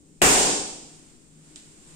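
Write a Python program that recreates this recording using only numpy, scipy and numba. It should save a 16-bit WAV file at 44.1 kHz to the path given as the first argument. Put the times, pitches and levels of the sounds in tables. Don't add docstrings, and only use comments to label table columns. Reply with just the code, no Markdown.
import sys
import numpy as np
from scipy import signal
from scipy.fft import rfft, irfft
from scipy.io import wavfile
from scipy.ndimage import uniform_filter1d
from numba import njit

SR = 44100
rng = np.random.default_rng(int(sys.argv[2]) if len(sys.argv) > 2 else 0)


def to_wav(sig):
    pcm = np.clip(np.atleast_2d(sig), -1, 1) * 32767
    pcm = np.round(pcm).astype(np.int16)
    wavfile.write(sys.argv[1], SR, pcm.T)


N = 85995

# frequency_hz, level_db
HISS_SPECTRUM = [(25, 0), (60, -3.5), (110, -0.5), (160, 2), (300, 5.5), (420, -3.5), (700, -18),
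                 (1300, -26), (2500, -27), (4500, -23), (7000, -15.5), (9000, -17), (10500, -42),
                 (15500, -35)]
RUSTLE_SPECTRUM = [(80, -1.5), (250, 8.5), (600, -3), (1300, -3.5), (3000, -3.5), (5000, -2.5), (8500, 1.5),
                   (10500, -18), (15500, -26.5)]
CRACK_SPECTRUM = [(200, -9), (2500, -4), (8000, -20), (15500, -17.5)]
EARLY_SPECTRUM = [(25, -0.5), (65, -1), (90, -6), (140, 2), (300, 3.5), (480, 3), (650, -13.5), (1100, 1),
                  (1900, 2), (2300, -1), (2750, 3), (3600, -28.5), (7000, -24), (15500, -35)]
BANG_REVERB_SPECTRUM = [(30, -17.5), (90, -22), (160, -7.5), (280, -2.5), (430, 1.5), (580, -2.5), (780, 2),
                        (1200, -7), (2600, -6.5), (4200, -8), (6500, -3.5), (9000, -5), (10200, -24),
                        (15500, -32)]
TAP_SPECTRUM = [(100, -18), (1000, -16), (2200, -10), (3500, 3), (5500, 7), (8000, 4), (10000, -17),
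                (15500, -30)]
TAP_REVERB_SPECTRUM = [(100, -10), (800, -14), (1500, -6), (3500, 2), (5500, 0), (8500, 2.5), (10000, -13),
                       (15500, -35)]
# pitch_hz, level_db
HUM_PARTIALS = [(156, -59.5), (274.5, -81.5), (303, -71.5)]
# time_s, level_db
RUSTLE_ENVELOPE = [(0, -69.5), (.7, -56), (.93, -54.5), (1.08, -57), (1.299, -63), (1.401, -61),
                   (1.47, -56.5), (1.54, -56), (1.68, -55), (1.8, -56), (1.91, -52), (1.95, -52.5)]
# pitch_hz, level_db, t60_s
NORMAL_MODES = [(277, -23, 0.96), (300.9, -17.5, 0.93), (358, -16, 0.59), (408.6, -12, 0.71),
                (686.5, -17, .7), (745, -14, 0.72), (818, -17, 0.57), (1149, -27.5, 0.81),
                (1459, -22, 0.71), (1813, -20, 0.45), (2760, -23, 0.51)]
# frequency_hz, t60_s
REVERB_TIMES = [(60, 1.01), (150, 0.99), (300, .85), (700, 0.74), (2000, .68), (5000, 0.87), (8000, 0.77),
                (14000, 0.48)]
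# frequency_hz, left_over_right_db
FIELD_BALANCE = [(60, 10.5), (200, 4), (400, 4.5), (800, 2), (1500, 1.5), (3000, 0), (15000, -2.9)]
# frequency_hz, width_hz, lift_db
PORT_RESONANCES = [(8620, 1300, 6.5), (7300, 400, 9)]
# frequency_hz, gain_db
PHONE_RESPONSE = [(30, 4), (100, -2), (250, -0.5), (500, -0.5), (800, 0.5), (2600, 0.5), (4300, -1),
                  (6500, -2), (9000, 0), (10300, 1.5), (15500, 0)]

BURST_S, TAP_S, ROOM_RISE_S = .218, 1.5594, .001
PORT_SPACING_M, SOUND_SPEED_M_S, BASS_COHERENCE = .15, 343, .75
OVERLOAD_DB, CUTOFF_HZ = -14, 15500
LIMIT_DB, LIMIT_RATIO, LIMIT_ATTACK_S, LIMIT_RELEASE_S, LOOKAHEAD_S = -7.5, 13, .000098, .2, .0003
BINS_HZ = np.arange(N // 2 + 1) * SR / N
TIME_S = np.arange(N) / SR


def undb(db):
    return 10 ** (np.asarray(db) / 20)


def unit_rms(x):
    return x / np.sqrt(np.mean(x ** 2))


def pan(left_over_right_db):
    return undb(np.array([[.5], [-.5]]) * left_over_right_db)


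def curve(table):
    hz, values = np.array(table, float).T
    return np.interp(np.log(np.maximum(BINS_HZ, 1)), np.log(hz), values)


def since(start_s):
    return np.maximum(TIME_S - start_s, 0)


def drift(rate_hz):
    hold = int(SR / rate_hz)
    steps = np.repeat(rng.standard_normal(N // hold + 1), hold)
    return unit_rms(uniform_filter1d(uniform_filter1d(steps, hold), hold)[:N])


def diffuse_field(spectrum):
    coherence = BASS_COHERENCE * np.sinc(2 * BINS_HZ * PORT_SPACING_M / SOUND_SPEED_M_S)
    mid, side = np.exp(2j * np.pi * rng.random((2, len(BINS_HZ))))
    pair = mid * np.sqrt(1 + coherence) + side * np.sqrt(1 - coherence) * np.array([[1], [-1]])
    return unit_rms(irfft(pair * undb(curve(spectrum)) * pan(curve(FIELD_BALANCE)), N))


def hum():
    tones = 0
    for hz, db in HUM_PARTIALS:
        amplitude = np.sqrt(2) * undb(db + 5.5 * drift(rate_hz=12))
        tones += amplitude * np.sin(2 * np.pi * hz * TIME_S + .43 * drift(rate_hz=8.7))
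    return tones * pan(3)


def hiss():
    return undb(-55) * diffuse_field(HISS_SPECTRUM)


def rustle():
    level_db = np.interp(TIME_S, *np.array(RUSTLE_ENVELOPE).T)
    return diffuse_field(RUSTLE_SPECTRUM) * undb(level_db + .29 * drift(rate_hz=39.92))


def crack(start_s, spectrum, decay_s):
    age = since(start_s)
    pulse = rng.standard_normal((2, N)) * (age > 0) * np.exp(-age / decay_s)
    energy = np.sum(pulse ** 2, axis=1, keepdims=True)
    pulse *= np.sqrt(decay_s * SR / 2 / energy)
    return irfft(rfft(pulse) * unit_rms(undb(curve(spectrum))), N)


def build_up(age):
    return 1 - np.exp(-age / ROOM_RISE_S)


def early_reflections(decay_s=.054):
    age = since(BURST_S)
    return diffuse_field(EARLY_SPECTRUM) * build_up(age) * np.exp(-age / decay_s)


def standing_waves():
    age = since(BURST_S)
    modes = 0
    for hz, db, t60 in NORMAL_MODES:
        spread_cycles = 2 * hz * PORT_SPACING_M / SOUND_SPEED_M_S
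        phase = rng.random() + rng.random((2, 1)) * spread_cycles
        modes += undb(db) * np.sin(2 * np.pi * (hz * age + phase)) * undb(-60 * age / t60)
    return modes * build_up(age) * pan(2)


def reverberation(start_s, spectrum, t60_scale=1):
    field, age = rfft(diffuse_field(spectrum)), since(start_s)
    centres_hz = np.array(REVERB_TIMES)[:, 0]
    tail = 0
    for hz, t60 in REVERB_TIMES:
        band = curve(np.c_[centres_hz, centres_hz == hz])
        tail += irfft(field * band, N) * undb(-60 * age / (t60 * t60_scale))
    return tail * build_up(age)


def air_puff(pitch_hz=570, decay_s=.0012, lag_s=.0018):
    age = since(BURST_S + lag_s)
    return undb(15) * np.sin(2 * np.pi * pitch_hz * age) * np.exp(-age / decay_s)


def balloon():
    tear = undb(20) * crack(BURST_S, CRACK_SPECTRUM, decay_s=.00057)
    room = early_reflections() + standing_waves() + reverberation(BURST_S, BANG_REVERB_SPECTRUM)
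    return tear + air_puff() + room


def tap():
    direct = undb(-30.5) * crack(TAP_S, TAP_SPECTRUM, decay_s=.00089) * pan(-4.5)
    return direct + undb(-47) * reverberation(TAP_S, TAP_REVERB_SPECTRUM, t60_scale=.62)


def scene():
    return balloon() + tap() + rustle() + hum() + hiss()


def port_resonance(x, hz, width_hz, lift_db):
    ringing = signal.lfilter(*signal.iirpeak(hz, hz / width_hz, SR), x)
    return x + (undb(lift_db) - 1) * ringing


@njit
def follow_envelope(x, attack_s, release_s):
    envelope, level = np.empty(len(x)), 0.
    for i in range(len(x)):
        level += (x[i] - level) / (SR * (attack_s if x[i] > level else release_s))
        envelope[i] = level
    return envelope


def limiter(x):
    level = follow_envelope(np.abs(x).max(axis=0), LIMIT_ATTACK_S, LIMIT_RELEASE_S)
    level_ahead = np.interp(TIME_S + LOOKAHEAD_S, TIME_S, level)
    excess = np.maximum(level_ahead / undb(LIMIT_DB), 1)
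    return x * excess ** (1 / LIMIT_RATIO - 1)


def record(dry):
    saturated = undb(OVERLOAD_DB) * np.arcsinh(dry / undb(OVERLOAD_DB))
    ported = np.array([port_resonance(x, *port) for x, port in zip(saturated, PORT_RESONANCES)])
    coloured = irfft(rfft(ported) * undb(curve(PHONE_RESPONSE)), N)
    low_pass = signal.ellip(8, .2, 70, CUTOFF_HZ, fs=SR, output="sos")
    return signal.sosfilt(low_pass, limiter(coloured))


dry = scene()
out = record(dry)
to_wav(out)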